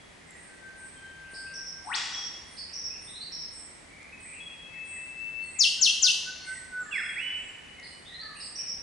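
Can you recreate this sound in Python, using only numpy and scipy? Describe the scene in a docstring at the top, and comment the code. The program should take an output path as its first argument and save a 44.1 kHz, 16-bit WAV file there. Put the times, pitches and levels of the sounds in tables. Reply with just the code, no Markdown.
"""Whipbirds in a still rainforest

Three whipbirds each swell a pure whistle or a row of pips, and end it in a whip crack,
three loud falling notes or two slurs. Small birds chirp and call thinly overhead, others
pipe far off. Every note is a slightly wavering tone that trunks and leaves scatter into
a grainy tail. Behind them lie a hush of air, distant birds, a rustle and a few ticks."""
import sys
import numpy as np
from scipy import signal
from scipy.fft import rfft, irfft
from scipy.io import wavfile
from scipy.ndimage import uniform_filter1d

SR = 44100
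rng = np.random.default_rng(int(sys.argv[2]) if len(sys.argv) > 2 else 0)


def store_wav(level_fs):
    """Save 16-bit WAV to argv[1]."""
    pcm = np.round(np.clip(np.atleast_2d(level_fs), -1, 1) * 32767)
    wavfile.write(sys.argv[1], SR, pcm.T.astype(np.int16))


N = 388962


def gain(db):
    """Turn decibels into a number to multiply by."""
    return 10 ** (np.asarray(db) / 20)


def unit(x):
    """Scale a signal to an average (rms) strength of 1."""
    return x / np.sqrt(np.mean(x ** 2))


def sides(pan_db):
    """Left and right gains: the left is pan_db louder."""
    return gain(np.array([[pan_db], [-pan_db]]) / 2)


def wander(rate, size):
    """A random drift of about 1 up or down, turning about rate times a second."""
    step = max(int(SR / rate), 1)
    stairs = np.repeat(rng.standard_normal(size // step + 1), step)
    return 1.256 * uniform_filter1d(stairs, step)[:size]


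def on_log_axis(points, hz):
    """Read between (Hz, value) points, giving each octave equal room."""
    point_hz, value = np.transpose(points)
    return np.interp(np.log(hz + 1), np.log(point_hz), value)


def moments(length):
    """Times within a note, in seconds from its start."""
    return np.arange(0, max(length, .005), .0005)


def envelope(t, attack_s, release_s):
    """Fade in, hold and fade out, in dB."""
    ramps = np.clip([t / attack_s, (t[-1] - t) / release_s], .01, 1)
    return 20 * np.log10(np.prod(np.sin(np.pi / 2 * ramps) ** 2, axis=0))


def note(start, length, hz, db, glide=0, scoop=0, warble=0, turns=0, settle=0, attack=.1, release=.24):
    """Plan a note as rows of (seconds, Hz, dB): it scoops onto its pitch, glides and warbles."""
    t = moments(length)
    progress = t / t[-1]  # attack and release are shares of the length
    quiver = warble * np.exp(-settle * progress) * np.cos(2 * np.pi * turns * progress)
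    bend = glide * (progress - .5) - scoop * np.exp(-progress / .119) - quiver
    return np.column_stack([start + t, hz * np.exp(bend), db + envelope(progress, attack, release)])


def sing(notes, waver, waver_rate, overtone_db, flutter_db=1):
    """A bird's voice: each planned note is a nearly pure tone, never quite steady."""
    out = np.zeros(N + SR)
    for rows in notes:
        times, hz, db = np.transpose(rows)
        t = np.arange(times[0], times[-1] + 1 / SR, 1 / SR)
        pitch = np.exp(uniform_filter1d(np.interp(t, times, np.log(hz)), size=200, mode="nearest"))
        pitch *= 1 + waver * wander(waver_rate, 2 * SR)[:len(t)]
        phase = 2 * np.pi * np.cumsum(pitch) / SR
        strength = gain(np.interp(t, times, db) + flutter_db * wander(waver_rate, 2 * SR)[:len(t)])
        edges = np.clip(np.minimum(t - t[0], t[-1] - t) / .004, 0, 1)
        tone = np.sin(phase) + gain(overtone_db) * np.sin(2 * phase)
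        start = max(int(times[0] * SR), 0)
        out[start:start + len(t)] += np.sqrt(2) * tone * edges * strength
    return out[:N]


def forest(x, direct_db, near_db, deep_db, pan_db=0, echo_pan_db=0,
           near_fade_s=.85, deep_fade_s=1.7, treble_loss=.37, width=.46):
    """The direct sound, a quick scatter from near trunks and a long tail from deep among the trees."""
    t = np.arange(int(1.5 * SR)) / SR
    mid, side = rng.standard_normal((2, 2, 1, len(t)))
    # the echoes are partly alike on left and right
    trunks, deep = mid + width * side * np.array([[1], [-1]])
    grain = gain(7.5 * rng.standard_normal(len(t)))
    trunks = trunks * grain * gain(-60 * t / near_fade_s) * (1 - np.exp(-t / .0017))
    deep = deep * gain(-60 * t / deep_fade_s) * (1 - np.exp(-t / .016))
    deep = signal.lfilter([1], [1, -treble_loss], deep)  # leaves soak up treble on long paths
    echoes = gain(near_db) * unit(trunks) + gain(deep_db) * unit(deep)
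    response = echoes / np.sqrt(len(t)) * sides(echo_pan_db)
    response[:, :1] += gain(direct_db) * sides(pan_db)
    return signal.fftconvolve(x[None], response, axes=1)[:, :N]


# The tone of the air. Each row: frequency in Hz, relative level in dB.
AIR_TONE = [(15, -22), (36, -4.5), (75, -2), (120, -5.5), (230, -3), (450, -6), (900, -8.5), (1450, -11),
            (2000, -5), (2700, -13.5), (3700, -16), (7000, -21), (8300, -20.5), (11000, -25.5)]
# How alike the air is left and right. Each row: frequency in Hz, likeness (1 is the same).
AIR_LIKENESS = [(30, 0.91), (80, 0.88), (170, 0.51), (350, 0.017), (1000, 0.017), (9000, 0.4)]
# A far, low drone. Each row: pitch in Hz, width in Hz, level in dB.
DRONE_BANDS = [(77.5, 5, -72), (164, 5.2, -70.5)]


def hush(air_db=-51.5):
    """Faint steady air, most alike on both sides in the bass, with a distant drone."""
    hz = np.arange(N // 2 + 1) * SR / N
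    mid, side, hum = rfft(rng.standard_normal((3, N)))
    alike = on_log_axis(AIR_LIKENESS, hz)
    stereo = mid * np.sqrt(1 + alike) + np.array([[1], [-1]]) * side * np.sqrt(1 - alike)
    air = unit(irfft(stereo * gain(on_log_axis(AIR_TONE, hz)), N))
    drone = sum(gain(db) * unit(irfft(hum / (1 + ((hz - pitch) / width) ** 2), N))
                for pitch, width, db in DRONE_BANDS)
    return air * gain(air_db) + drone


def rustle(start=6.0, length=1.66, hz=800, db=-66):
    """A faint, uneven, dull rustle comes and goes."""
    t = moments(length)
    swell_db = np.interp(np.arange(N) / SR, start + t, envelope(t, .1, .3))
    band = signal.butter(2, [hz / 1.5, hz * 1.45], "band", fs=SR, output="sos")
    noise = signal.sosfilt(band, rng.standard_normal((2, N)))
    return unit(noise) * gain(db + swell_db + 5 * wander(6.9, N))


# Ticks on the forest floor. Each row: start in seconds, pitch in Hz, relative level in dB.
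LEAF_TICKS = [(.308, 8500, -55), (1.334, 350, -46), (4.03, 6000, -58), (6.648, 7000, -59),
              (7.798, 5300, -56)]


def leaf_ticks(decay_s=.0015):
    """Something small drops on dry leaves: a brief burst of noise around one pitch."""
    out = np.zeros(N)
    t = np.arange(SR // 20) / SR
    for start, hz, db in LEAF_TICKS:
        band = signal.butter(2, [hz / 1.2, hz * 1.4], "band", fs=SR)
        burst = unit(signal.lfilter(*band, rng.standard_normal(len(t))))
        first = int(start * SR)
        out[first:first + len(t)] += burst * np.exp(-t / decay_s) * gain(db)
    return forest(out, direct_db=12.5, near_db=-23, deep_db=-12, pan_db=-3, echo_pan_db=2)


def distant_chorus(count=60, hz=2050, db=-68):
    """Many far calls, rising or falling, blurred by the trees into a soft band."""
    starts = (np.arange(count) + rng.random(count)) / count * N / SR
    notes = [note(start, .12, hz * np.exp(.14 * higher), db + 3 * louder, glide=.218 * np.sign(slope))
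             for start, (higher, louder, slope) in zip(starts, rng.standard_normal((count, 3)))]
    calls = sing(notes, waver=.0219, waver_rate=82.7, overtone_db=-38)
    return forest(calls, direct_db=-15, near_db=-6, deep_db=0)


# Short rising notes. Each row: start in seconds, pitch in Hz, relative level in dB.
RISING_CALLS = [(1.241, 2750, -58), (1.457, 2670, -54), (2.685, 2700, -57), (2.903, 2640, -50.5),
                (4.0, 2250, -50), (4.245, 2230, -47.5), (4.32, 2567, -49), (4.477, 2580, -48),
                (5.545, 2250, -48), (8.352, 2680, -49.5), (8.576, 2675, -51)]
# Drooping notes. Each row: start and length in seconds, pitch in Hz, relative level in dB.
DROOPING_CALLS = [(.263, 0.073, 7680, -61), (.274, .11, 1973, -54.5), (3.875, .15, 2176, -58),
                  (4.704, 0.088, 1956, -55), (4.918, 0.077, 1930, -52.5), (5.407, 0.14, 2000, -62),
                  (6.438, 0.18, 1977, -51.5), (6.79, .06, 7310, -53), (6.76, .17, 1221, -56),
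                  (6.847, .13, 1648, -48.5), (7.757, .098, 1968, -52), (8.077, 0.27, 1821, -52.5),
                  (8.2, 0.17, 1213, -57.5)]


def far_birds():
    """Single notes slide up or down, deep in the forest."""
    rising = [note(start, .0279, hz, db, glide=.267) for start, hz, db in RISING_CALLS]
    drooping = [note(*row, glide=-.1815) for row in DROOPING_CALLS]
    calls = sing(rising + drooping, waver=.025, waver_rate=130, overtone_db=-35)
    return forest(calls, direct_db=-6, near_db=-2, deep_db=-.5, near_fade_s=.35, deep_fade_s=1)


# Piping notes. Each row: start and length in seconds, pitch in Hz, relative level in dB.
PIPING_NOTES = [(0, 0.065, 3315, -64), (.95, .23, 3134, -63), (1.962, 0.078, 3340, -43.5),
                (2.134, 0.074, 3325, -40.5), (4.123, .045, 2542, -48.5), (4.399, 0.13, 3330, -46),
                (4.56, .13, 3286, -52), (5.416, 0.11, 4350, -57), (6.396, 0.117, 4310, -51),
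                (6.918, 0.11, 3356, -43.5), (7.085, 0.046, 3294, -42), (6.94, .16, 5230, -55)]


def piping_birds():
    """Clear, almost level notes from far off."""
    notes = [note(*row, glide=-.016, attack=.074, release=.33) for row in PIPING_NOTES]
    calls = sing(notes, waver=.004, waver_rate=80, overtone_db=-40)
    return forest(calls, direct_db=-1, near_db=-4.5, deep_db=-4, pan_db=2.5, deep_fade_s=1)


# Thin, high calls. Each row: start in seconds, pitch in Hz, relative level in dB.
OVERHEAD_CALLS = [(.33, 8500, -55.5), (.745, 8340, -51), (1.28, 8470, -50.5), (1.822, 8290, -48),
                  (2.449, 8750, -53.5), (2.991, 8500, -49), (3.499, 8210, -47), (4.178, 8130, -48.5),
                  (4.827, 8180, -47), (5.41, 8280, -48.5), (6.43, 8260, -45.5), (6.883, 8130, -50.5),
                  (7.001, 8230, -52.5), (7.31, 7850, -56), (7.8, 8530, -57.5), (8.335, 8440, -46)]


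def overhead_birds():
    """Thin warbles from birds hidden in the leaves, heard mostly as scattered sound."""
    notes = [note(start, .13, hz, db, glide=-.0385, scoop=-.08, warble=.0331, turns=3.5,
                  attack=.22, release=.054) for start, hz, db in OVERHEAD_CALLS]
    calls = sing(notes, waver=.017, waver_rate=600, overtone_db=-60, flutter_db=2)
    return forest(calls, direct_db=-15, near_db=-6, deep_db=1.5, pan_db=-3, echo_pan_db=-3,
                  deep_fade_s=.8, width=.9)


# Opening flicks. Each row: start in seconds, pitch in Hz, relative level in dB.
SONG_FLICKS = [(1.335, 4810, -45), (2.565, 4630, -42), (7.822, 4450, -47.5), (8.394, 4740, -40)]
# Climbs of three notes. Each row: start in seconds, relative level of the first note in dB.
SONG_CLIMBS = [(3.063, -49), (8.049, -49)]
# Double chips. Each row: start and spacing in seconds, pitch in Hz, relative level in dB.
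SONG_CHIPS = [(1.53, 0.11, 5590, -41.5), (2.119, 0.088, 5620, -40), (2.726, 0.089, 5580, -38.5),
              (3.312, 0.062, 5434, -41), (8.548, 0.11, 5594, -39)]


def songbird(climb_hz=3674, step_hz=308, step_db=3, step_s=.066, chip_drop_hz=50):
    """A flick or a climb leads in to a pair of chips that quiver and settle."""
    flicks = [note(start, .038, hz, db, warble=.28, turns=1.15, settle=2.1, attack=.2, release=.1)
              for start, hz, db in SONG_FLICKS]
    climbs = [note(start + k * step_s, .0427, climb_hz + k * step_hz, db + k * step_db,
                   glide=.16, scoop=.16, attack=.35)
              for start, db in SONG_CLIMBS for k in range(3)]
    chips = [note(start + k * spacing, .054, hz - k * chip_drop_hz, db,
                  scoop=.12, warble=.13, turns=1.8, settle=2.8, attack=.14, release=.15)
             for start, spacing, hz, db in SONG_CHIPS for k in range(2)]
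    song = sing(flicks + climbs + chips, waver=.014, waver_rate=400, overtone_db=-45, flutter_db=2.5)
    return forest(song, direct_db=-7, near_db=-.5, deep_db=1.5, pan_db=-4, echo_pan_db=-2,
                  near_fade_s=.33, deep_fade_s=.8, width=.7)


def slur_down(start=6.906, length=.113, top_hz=2990, low_hz=1260, db=-33):
    """An even slide down."""
    t = moments(length)
    pitch = top_hz + (low_hz - top_hz) * t / t[-1]
    return np.column_stack([start + t, pitch, db + envelope(t, .024, .025)])


def slur_up(start=7.148, length=.34, low_hz=1700, top_hz=2965, rise_s=.043, db=-32, fade_db_per_s=42):
    """A quick slide up to a held note that dies away."""
    t = moments(length)
    pitch = top_hz + (low_hz - top_hz) * np.exp(-(t / rise_s) ** 2)
    return np.column_stack([start + t, pitch, db - fade_db_per_s * t + envelope(t, .03, .12)])


# Swelling pips, the last one long and sagging. 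Each row: start and length in seconds,
# pitch in Hz, relative level in dB, glide as a share of the pitch.
WHIPBIRD_PIPS = [(5.775, 0.063, 1513, -50, 0.023), (6.025, 0.065, 1490, -44, 0.012),
                 (6.25, 0.082, 1507, -37.5, 0.0056), (6.455, .11, 1528, -35.5, 0.018),
                 (6.69, .2, 1486, -35.5, -0.04)]


def far_whipbird():
    """A row of pips on the right breaks into a slur down and a slur up."""
    notes = [note(*row, attack=.45, release=.45) for row in WHIPBIRD_PIPS]
    pips = sing(notes, waver=.004, waver_rate=30, overtone_db=-45)
    slurs = sing([slur_down(), slur_up()], waver=.0035, waver_rate=200, overtone_db=-31, flutter_db=2.5)
    return (forest(pips, direct_db=-1, near_db=-12, deep_db=-11, pan_db=-3)
            + forest(slurs, direct_db=-2, near_db=-1.5, deep_db=-5, pan_db=-7.5, echo_pan_db=-1))


def long_whistle(effort, hz, scoop_hz, settle_s, throb_db, throb_s):
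    """The whistle creeps up to its pitch and throbs in time with its strongest push."""
    times, db = np.transpose(effort)
    t = moments(times[-1] - times[0])
    clock = times[0] + t
    pitch = hz - scoop_hz * np.exp(-t / settle_s)
    throb = throb_db * np.cos(2 * np.pi * (clock - times[np.argmax(db)]) / throb_s)
    return np.column_stack([clock, pitch, np.interp(clock, times, db) + throb])


def whip_crack(start=1.83, length=.139, low_hz=690, top_hz=9500, db=-28):
    """The pitch shoots up ever faster while the tone grows, then it is cut off."""
    t = moments(length)
    pitch = low_hz * (top_hz / low_hz) ** ((t / t[-1]) ** 2.2)
    return np.column_stack([start + t, pitch, db + envelope(t, .13, .015)])


# How hard the first whipbird whistles. Each row: time in seconds, relative level in dB.
FIRST_SWELL = [(0.3, -66), (0.348, -71), (0.67, -49.5), (0.74, -64), (0.842, -50), (0.902, -56.5),
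               (1.602, -46), (1.76, -68), (1.87, -51)]


def first_whipbird():
    """A low whistle swells, then a crack whips up through more than three octaves."""
    swell = long_whistle(FIRST_SWELL, hz=1571, scoop_hz=30, settle_s=.45, throb_db=3, throb_s=.185)
    whistle = sing([swell], waver=.003, waver_rate=28, overtone_db=-45, flutter_db=2)
    crack = sing([whip_crack()], waver=.015, waver_rate=300, overtone_db=-32, flutter_db=2.5)
    return (forest(whistle, direct_db=-1.5, near_db=-5, deep_db=-9.5, pan_db=5.5, echo_pan_db=-1.5)
            + forest(crack, direct_db=-6, near_db=-4, deep_db=-2, pan_db=9, echo_pan_db=1.5,
                     near_fade_s=.4, deep_fade_s=1.3))


def falling_note(start, db, length=.104, low_hz=2640, attack_s=.029, fade_db_per_s=150):
    """The pitch dives, lingers halfway, rounds the bottom and hooks back up as the note fades."""
    octaves_per_s, turn_s, round_s = 23.4, .0775, .007
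    t = moments(length)
    dive = octaves_per_s * (np.hypot(t - turn_s, round_s) - round_s)
    linger = .1 * np.exp(-((t - .054) / .009) ** 2)
    level = db + envelope(t, attack_s, .011) - fade_db_per_s * np.maximum(t - attack_s, 0)
    return np.column_stack([start + t, low_hz * 2 ** (dive + linger), level])


# How hard the near whipbird whistles. Each row: time in seconds, relative level in dB.
NEAR_SWELL = [(4.2, -66), (4.414, -48.5), (4.44, -56), (4.588, -62), (4.762, -42), (5.18, -42.5),
              (5.21, -36.5), (5.44, -37), (5.53, -52)]
# Its falling notes. Each row: start in seconds, relative level in dB.
FALLING_NOTES = [(5.581, -14.5), (5.805, -13.5), (6.014, -14)]


def near_whipbird():
    """A higher whistle close by on the left, ended by three loud falling notes."""
    swell = long_whistle(NEAR_SWELL, hz=2690, scoop_hz=140, settle_s=.95, throb_db=1.8, throb_s=.19)
    whistle = sing([swell], waver=.0015, waver_rate=30, overtone_db=-36, flutter_db=1.5)
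    notes = [falling_note(start, db) for start, db in FALLING_NOTES]
    falls = sing(notes, waver=.008, waver_rate=200, overtone_db=-50, flutter_db=2)
    falls = forest(falls, direct_db=-5.5, near_db=-4.5, deep_db=-11, pan_db=9.5, echo_pan_db=1,
                   near_fade_s=.42, deep_fade_s=1.075, treble_loss=.19, width=.42)
    # the octave above them is beamed past the listener and arrives mostly scattered
    octave = sing([rows * [1, 2, 1] for rows in notes], waver=.007, waver_rate=300, overtone_db=-60)
    octave = forest(octave, direct_db=-34.5, near_db=-30.5, deep_db=-21.5, pan_db=15, echo_pan_db=2,
                    near_fade_s=.5, deep_fade_s=.62)
    whistle = forest(whistle, direct_db=-3, near_db=-27, deep_db=-13, pan_db=12.5, echo_pan_db=-5.5)
    return whistle + falls + octave


def scene():
    """All the birds over the quiet sounds of the forest."""
    whipbirds = first_whipbird() + near_whipbird() + far_whipbird()
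    small_birds = overhead_birds() + songbird() + piping_birds() + far_birds()
    return whipbirds + small_birds + distant_chorus() + leaf_ticks() + rustle() + hush()


def record(dry, top_hz=11150):
    """The recorder cuts off the highest treble."""
    return signal.sosfilt(signal.ellip(14, .2, 80, top_hz, fs=SR, output="sos"), dry)


dry = scene()
out = record(dry)
store_wav(out)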